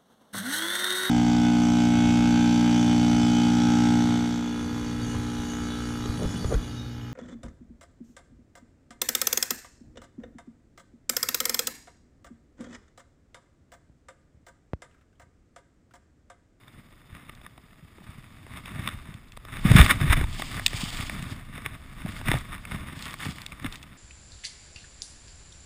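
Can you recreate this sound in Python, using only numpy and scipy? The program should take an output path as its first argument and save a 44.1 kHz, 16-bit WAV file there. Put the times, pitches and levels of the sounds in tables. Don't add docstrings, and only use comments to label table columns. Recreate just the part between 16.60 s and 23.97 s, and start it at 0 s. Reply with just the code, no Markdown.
import sys
import numpy as np
from scipy import signal
from scipy.fft import rfft, irfft, next_fast_len
from scipy.io import wavfile

SR = 44100
rng = np.random.default_rng(int(sys.argv[2]) if len(sys.argv) > 2 else 0)


def store_wav(level_fs):
    pcm = np.round(np.clip(np.atleast_2d(level_fs), -1, 1) * 32767)
    wavfile.write(sys.argv[1], SR, pcm.T.astype(np.int16))


N = 325017

# time_s, snow_pressure_db, wind_db
RUN = [(0.0, -56.5, -60), (1.15, -57.5, -60), (1.8, -52, -61), (2.25, -45.5, -51), (2.65, -55.5, -54),
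       (2.83, -56, -47), (3.2, -31, -32), (3.38, -37, -38), (3.7, -43.5, -45), (4.07, -43.5, -42),
       (4.33, -45, -39), (4.65, -43, -43.5), (4.87, -51, -48), (5.28, -49, -48.5), (5.7, -45.5, -39),
       (6.02, -48.5, -47), (6.55, -49.5, -54), (7.37, -51, -58)]
# peak_s, rise_s, fall_s, rub_db, shake_db
BUMPS = [(0.19, 0.069, 0.02, -57.5, -50), (0.55, 0.052, 0.11, -54.5, -50.5), (0.7, .06, 0.081, -57, -53.5),
         (0.86, 0.036, 0.017, -55, -60), (1.49, 0.053, 0.13, -55.5, -52), (1.97, 0.049, 0.026, -44, -42.5),
         (2.06, 0.0099, 0.074, -45.5, -48), (2.19, 0.066, 0.085, -47, -36.5),
         (2.28, 0.073, 0.062, -42, -52), (2.5, 0.072, 0.066, -54, -46.5),
         (2.965, 0.068, 0.037, -41.5, -43.5), (3.061, 0.015, 0.19, -30, -23.5),
         (3.185, 0.027, 0.047, -17.5, -17), (3.309, 0.017, 0.013, -17.5, -31),
         (3.42, 0.028, 0.12, -34.5, -27.5), (3.53, 0.034, 0.01, -24.5, -31),
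         (3.589, 0.06, 0.04, -35.5, -29.5), (3.81, 0.056, 0.054, -46, -46),
         (3.98, 0.066, 0.021, -39.5, -35.5), (4.168, 0.061, 0.15, -43.5, -49),
         (4.4, 0.096, 0.061, -40.5, -41), (4.55, 0.047, 0.17, -44.5, -37.5),
         (4.73, .05, 0.073, -51.5, -39.5), (4.97, 0.067, 0.086, -46, -43.5), (5.06, 0.019, 0.046, -44, -44),
         (5.15, 0.043, 0.015, -46.5, -41), (5.41, 0.033, 0.021, -45.5, -44),
         (5.49, 0.037, 0.029, -43.5, -36.5), (5.58, 0.041, 0.024, -44, -39), (5.68, 0.023, 0.084, -32, -32),
         (5.94, 0.057, 0.036, -42, -43), (6.13, 0.044, 0.095, -42, -34.5), (6.28, 0.059, 0.18, -46, -43.5),
         (6.49, 0.046, 0.035, -41, -43.5), (6.61, 0.011, 0.064, -38, -53), (6.67, .04, 0.054, -45.5, -35.5),
         (6.82, 0.041, 0.021, -48.5, -63), (6.92, .03, 0.053, -53, -66), (7.06, 0.036, 0.019, -42.5, -36),
         (7.14, 0.041, 0.015, -46.5, -62)]
# frequency_hz, level_db
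CRUNCH_SPECTRUM = [(100, -20), (280, 6), (450, -1.5), (650, 2.5), (950, -0.5), (1300, -12.5), (3000, -62)]
FILTER_HZ = np.fft.rfftfreq(4096, 1 / SR)


def gain_of(db):
    return 10 ** (np.asarray(db) / 20)


def unit_rms(x):
    return x / np.sqrt(np.mean(x ** 2) + 1e-20)


def run_levels():
    time_s, *columns = np.transpose(RUN)
    return [np.interp(np.arange(N) / SR, time_s, column) for column in columns]


def add(mix, start_s, sound):
    part = mix[max(round(start_s * SR), 0):][:len(sound)]
    part += sound[:len(part)]


def response(spectrum):
    hz, db = np.transpose(spectrum)
    return gain_of(np.interp(np.log(FILTER_HZ + 1), np.log(hz + 1), db))


def colour(x, gain):
    log_gain = np.log(np.maximum(gain / gain.max(), 1e-5))
    log_spectrum = np.conj(signal.hilbert(np.r_[log_gain, log_gain[-2:0:-1]]))
    impulse = np.fft.ifft(np.exp(log_spectrum)).real
    return signal.oaconvolve(x, impulse / np.linalg.norm(impulse))[:len(x)]


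def band(x, low_hz, high_hz):
    size = next_fast_len(N)
    hz = np.fft.rfftfreq(size, 1 / SR)
    return irfft(rfft(x, size) * ((hz >= low_hz) & (hz < high_hz)), size)[:N]


def flutter(top_hz):
    return unit_rms(band(rng.standard_normal(N), 11, top_hz))


def grains(per_s, spread_db):
    size = gain_of(spread_db * np.minimum(rng.exponential(1, N), 4.5))
    return unit_rms(size * rng.choice([-1, 1], N) * (rng.random(N) < per_s / SR))


def envelope_db(bed_db, swells, drop_db=8.5, roundness=1.44):
    t = np.arange(0, N, 32) / SR
    power = np.zeros(len(t))
    for peak_s, rise_s, fall_s, db in swells:
        from_peak = np.maximum((peak_s - t) / rise_s, (t - peak_s) / fall_s)
        power += gain_of(db - drop_db * np.minimum(from_peak, 20) ** roundness) ** 2
    power = np.interp(np.arange(N), np.linspace(0, N, len(t)), power)
    return 10 * np.log10(gain_of(bed_db) ** 2 + power)


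def impact(contact_s, rise_s, decay_s, gain):
    t = np.arange(-SR // 50, SR // 20) / SR
    force = np.exp(-np.maximum(-t / rise_s, t / decay_s))
    sound = colour(rng.standard_normal(len(t)) * force, gain)
    return contact_s + t[0], sound / abs(sound).max()


def case_response():
    # centre_hz, width_hz, level_db
    modes = [(622, 110, -11.5), (1203, 283, 0.5), (1475, 240, -3.5), (1823, 440, -1), (2165, 520, -1.5),
             (2580, 140, -7), (2780, 730, -9), (3577, 395, -5), (5260, 990, -20.5), (6730, 800, -23.5),
             (8440, 390, -12.5), (9850, 1450, -15), (10760, 310, -19.5), (12200, 300, -29),
             (14000, 2300, -20), (15000, 400, -29)]
    # centre_hz, width_hz, depth_fraction
    notches = [(5990, 490, 0.8), (11300, 610, 0.26)]

    def lorentzian(hz, width_hz):
        return 1 / (1 + (2 * (FILTER_HZ - hz) / width_hz) ** 2)

    power = sum((gain_of(db) * lorentzian(hz, width_hz)) ** 2 for hz, width_hz, db in modes)
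    passed = np.prod([1 - depth * lorentzian(hz, width_hz) for hz, width_hz, depth in notches], axis=0)
    return np.sqrt(power) * passed


def body_rumble(jerk, gain_db=0.5, jerk_db=2.5):
    # frequency_hz, level_db
    spectrum = [(29, -35), (50, -0.5), (140, -1), (268, -8), (323, -17), (481, -29.5), (600, -23.5),
                (641, -18.5), (700, -25), (910, -37.5), (1540, -120)]
    pressure_db, _ = run_levels()
    level_db = envelope_db(pressure_db, [(s, rise, fall, shake) for s, rise, fall, _, shake in BUMPS])
    force = rng.standard_normal(N) * gain_of(jerk_db * jerk)
    return gain_of(level_db + gain_db) * unit_rms(colour(force, response(spectrum)))


def wind_buffet():
    # frequency_hz, level_db
    spectrum = [(8, -16.5), (22, 11), (42, 3.5), (70, -2), (120, -1.5), (400, -53.5)]
    # peak_s, rise_s, fall_s, level_db
    gusts = [(0.76, .04, 0.043, -53), (2.36, 0.057, 0.045, -36), (3.2, 0.081, 0.061, -15.5),
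             (3.52, .05, 0.082, -21), (3.62, .06, .11, -26), (5.72, 0.042, 0.064, -23.5),
             (7.08, 0.047, 0.045, -39)]
    _, wind_db = run_levels()
    turbulence = unit_rms(colour(rng.standard_normal(N), response(spectrum)))
    return gain_of(envelope_db(wind_db, gusts)) * turbulence


def case_scrape(jerk, bed_db=-7, ring_db=1, treble_db=-10, crunch_db=-8, grain_share=0.61, jerk_db=1.5):
    pressure_db, _ = run_levels()
    level_db = envelope_db(pressure_db + bed_db, [row[:4] for row in BUMPS])
    slips = np.sqrt(grain_share) * grains(per_s=1500, spread_db=4.0)
    slips += np.sqrt(1 - grain_share) * rng.standard_normal(N)
    slips *= gain_of(jerk_db * jerk)
    ringing = colour(slips, case_response())
    low, middle = band(ringing, 0, 1420), band(ringing, 1420, 6000)
    softness_db = -45 - level_db
    ring = gain_of(ring_db) * unit_rms(middle + low * gain_of(0.075 * softness_db))
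    treble = gain_of(treble_db) * unit_rms(ringing - low - middle)
    crunch = gain_of(crunch_db + 0.16 * softness_db) * unit_rms(colour(slips, response(CRUNCH_SPECTRUM)))
    return gain_of(level_db) * (ring + treble + crunch)


def powder_spray(gain_db=4, flicker_db=2.0, hiss_bed_db=-19, pellet_bed_db=-27):
    # peak_s, rise_s, fall_s, level_db, pellet_amplitude_ratio
    plumes = [(1.5, 0.16, 0.17, -72, .4), (1.97, .04, 0.083, -69, .3), (2.25, 0.14, 0.1, -73, .4),
              (3.2, 0.098, 0.1, -42.5, 0.82), (3.53, 0.097, 0.082, -56, .3),
              (3.78, 0.073, 0.32, -47.5, 0.5), (4.2, 0.084, 0.16, -41.5, 0.5),
              (4.38, 0.067, 0.18, -46.5, 0.4), (4.71, 0.03, 0.04, -52.5, .2),
              (5.55, 0.074, 0.091, -56, .35), (5.79, 0.05, 0.032, -55, .5), (6.15, 0.086, 0.048, -61, .5),
              (6.43, 0.07, 0.088, -51.5, 1), (6.62, 0.037, 0.16, -50.5, 0.86), (7.14, 0.073, .06, -62, .7)]
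    # frequency_hz, level_db
    spectrum = [(290, -31), (500, -11), (815, 0), (1120, -6), (1600, -21), (2200, 4.5), (2460, 0.5),
                (3480, 5.5), (4070, -2.5), (4840, 1.5), (5500, -4.5), (6000, -15), (6500, -5), (7130, -4),
                (8720, -4.5), (11600, -24), (15500, -11.5)]
    pressure_db, _ = run_levels()
    showers = [(s, rise, fall, db + 20 * np.log10(ratio)) for s, rise, fall, db, ratio in plumes]
    hiss_db = envelope_db(pressure_db + hiss_bed_db, [row[:4] for row in plumes])
    pellet_db = envelope_db(pressure_db + pellet_bed_db, showers)
    hiss = gain_of(hiss_db) * rng.standard_normal(N)
    pellets = gain_of(pellet_db) * grains(per_s=700, spread_db=6.0)
    return gain_of(gain_db + flicker_db * flutter(top_hz=27)) * colour(hiss + pellets, response(spectrum))


def hiss_and_whine(hiss_db=-66.5, whine_gain_db=-1, jitter_rad=0.1):
    # pitch_hz, level_db
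    tones = [(5039, -83), (6961, -84.5)]
    # frequency_hz, level_db
    spectrum = [(59, -51), (100, -2), (181, -9), (293, 4), (998, -12.5), (1800, -52), (5070, -43),
                (6000, -86), (8230, -29), (15500, -18)]
    whine, t = np.zeros(N), np.arange(N) / SR
    for hz, db in tones:
        phase = 2 * np.pi * hz * t + jitter_rad * flutter(top_hz=54)
        whine += gain_of(db + whine_gain_db) * np.sqrt(2) * np.sin(phase)
    return whine + gain_of(hiss_db) * unit_rms(colour(rng.standard_normal(N), response(spectrum)))


def case_knocks(ring_gain_db=-2, thud_gain_db=1, delay_s=0.001228):
    # start_s, level_db, decay_s, relative_thud_db
    blows = [(0.0793, -35.5, 0.0033, -18), (0.55, -29.5, 0.0011, -15), (0.6944, -27, 0.0016, -15.5),
             (0.814, -40, 0.0018, -8), (0.864, -28.5, 0.00062, -19), (0.9773, -37.5, 0.0017, -6),
             (1.382, -43, 0.0018, 1), (1.418, -49, .002, 3), (1.865, -35.5, 0.0023, -5.5),
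             (1.9718, -25.5, .0008, -24), (2.0576, -26, 0.001, -16), (2.275, -12.5, 0.00034, -34),
             (2.288, -21, .001, -29), (2.7721, -28.5, 0.00086, -9.5), (2.8505, -27, 0.00048, -13),
             (2.969, -22.5, 0.00075, -14), (3.053, -24, .0035, -6), (3.115, -11, 0.0022, -7.5),
             (3.1632, -5, 0.0046, -27), (3.192, -11, 0.0019, -3.5), (3.2135, -3.5, .0007, -26),
             (3.262, -5.5, .0016, -39), (3.295, -12, 0.0038, -32), (3.302, -15, 0.0045, -37),
             (3.3077, -1.5, 0.0026, -41), (3.402, -23, .0015, -15), (3.413, -25, 0.0018, -4),
             (3.498, -21, .0035, -10), (3.5245, -9, 0.0068, -20), (3.5322, -9, 0.0018, -35),
             (3.611, -20.5, .002, -5.5), (3.639, -24.5, 0.0022, -2.5), (3.7953, -25.5, .0024, -3.5),
             (3.8205, -15.5, 0.0015, -13.5), (3.9126, -26, 0.0022, -27), (3.942, -26, 0.0019, -16.5),
             (3.995, -17, 0.002, -16), (4.131, -21.5, 0.0018, -7), (4.4074, -20, 0.0012, -15),
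             (4.4958, -17, 0.0016, -15), (4.978, -29.5, 0.0026, -5.5), (5.061, -12, 0.00093, -19),
             (5.459, -30, 0.0032, -2.5), (5.613, -27.5, .0015, -6), (5.657, -28, 0.0011, -13),
             (5.683, -13.5, 0.0031, -15), (5.7155, -5.5, 0.00056, -10), (5.739, -16.5, 0.0013, -2),
             (5.7516, -21.5, 0.0077, -7), (6.052, -22.5, 0.0013, -36), (6.118, -23, 0.0017, -16),
             (6.54, -21.5, 0.0012, -24), (6.6027, -26, 0.0021, -32), (6.6539, -25, .0035, -8),
             (6.7831, -26.5, 0.0015, -38), (6.9204, -26, 0.0012, -26), (6.998, -27.5, 0.00092, -30),
             (7.0447, -20.5, .0016, -12.5), (7.0621, -20, 0.0028, -28)]
    out, resonant, dull = np.zeros(N), case_response(), response(CRUNCH_SPECTRUM)
    for s, db, decay_s, thud_db in blows:
        start_s, ring = impact(s + delay_s, rise_s=0.00083, decay_s=decay_s, gain=resonant)
        _, thud = impact(s + delay_s, rise_s=0.00039, decay_s=1.06 * decay_s, gain=dull)
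        knock = gain_of(ring_gain_db) * ring + gain_of(thud_db + thud_gain_db) * thud
        add(out, start_s, gain_of(db) * knock)
    return out


def harness_thumps(gain_db=-3.5, pitch_sag=0.26):
    # start_s, level_db, pitch_hz, length_cycles
    jolts = [(0.528, -31, 60, 0.46), (1.225, -38.5, 140, 2.5), (1.408, -39, 173, 1.9),
             (1.491, -30, 92, 0.9), (1.583, -32.5, 141, 1), (2.343, -25, 97, 0.96),
             (2.489, -25.5, 138, 0.94), (2.548, -27.5, 110, 1.15), (3.052, -3.5, 156, 1.4),
             (3.111, -0.5, 121, 1.43), (3.153, 3.5, 138.5, 1.32), (3.185, -2.5, 149, 2.1),
             (3.2, 1, 52.3, 1.06), (3.411, -13.5, 111, 1.4), (3.435, -16, 132, 3.9), (3.499, -9.5, 51, 1),
             (3.607, -17.5, 48.7, 1.8), (4.144, -18.5, 102, 1.05), (4.234, -16.5, 175, 1.3),
             (4.4, -20, 95, 0.65), (5.45, -19, 160, 1.45), (5.689, -11, 119, 1.34),
             (5.741, -14.5, 122, 2.7), (6.688, -20.5, 167, 1.3), (7.044, -21.5, 256, 3.7)]
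    out, t = np.zeros(N), np.arange(SR // 6) / SR
    for start_s, db, hz, cycles in jolts:
        age = t * hz / max(cycles, .5)
        phase = 2 * np.pi * hz * t * (1 + pitch_sag * np.exp(-age))
        swing = age ** 2 * np.exp(-4 * age) * np.sin(phase)
        add(out, start_s - .001, gain_of(db + gain_db) * swing / abs(swing).max())
    return out


def gear_clacks(gain_db=-1, delay_s=0.0013):
    # start_s, level_db, decay_s
    collisions = [(0.7497, -40, 0.0012), (2.54, -37.5, 0.0018), (2.7198, -33, 0.0011),
                  (2.767, -34, 0.00073), (2.7723, -36, 0.0013), (4.0622, 0.5, 0.0019),
                  (4.0669, -10.5, 0.0007), (4.0794, -20, 0.0011), (4.1056, -34, 0.0011),
                  (4.3703, -20.5, 0.0006), (4.6242, -27, 0.0011), (5.785, -29.5, 0.0016),
                  (6.4234, -24, 0.00096), (6.531, -29, 0.0016), (6.817, -24, 0.00067),
                  (6.8628, -19, 0.0013), (7.0254, -36, 0.001), (7.1242, -27, 0.0014),
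                  (7.1551, -28.5, 0.0046), (7.2272, -31, 0.0034)]
    # frequency_hz, level_db
    spectrum = [(590, -24.5), (1000, -12), (1360, -26), (1700, -12), (1970, -3), (2250, -6.5), (2600, -3),
                (3040, -10), (3490, -1.5), (4100, -8.5), (5920, -15), (8640, -10), (11800, -41),
                (14100, -19), (15500, -17.5)]
    out = np.zeros(N)
    for s, db, decay_s in collisions:
        start_s, click = impact(s + delay_s, rise_s=0.00045, decay_s=decay_s, gain=response(spectrum))
        add(out, start_s, gain_of(db + gain_db) * click)
    return out


def scene():
    jerk = unit_rms(flutter(top_hz=35) + 0.5 * flutter(top_hz=140))
    skiing = body_rumble(jerk) + wind_buffet() + case_scrape(jerk) + powder_spray()
    impacts = case_knocks() + harness_thumps() + gear_clacks()
    return (skiing + impacts + hiss_and_whine())[None]


def record(dry, cutoff_hz=15400):
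    clipped = np.clip(dry[0], -1, 1)
    low_pass = signal.firwin(255, cutoff_hz, window=("kaiser", 8), fs=SR)
    return signal.oaconvolve(clipped, low_pass, "same")[None]


dry = scene()
out = record(dry)
store_wav(out)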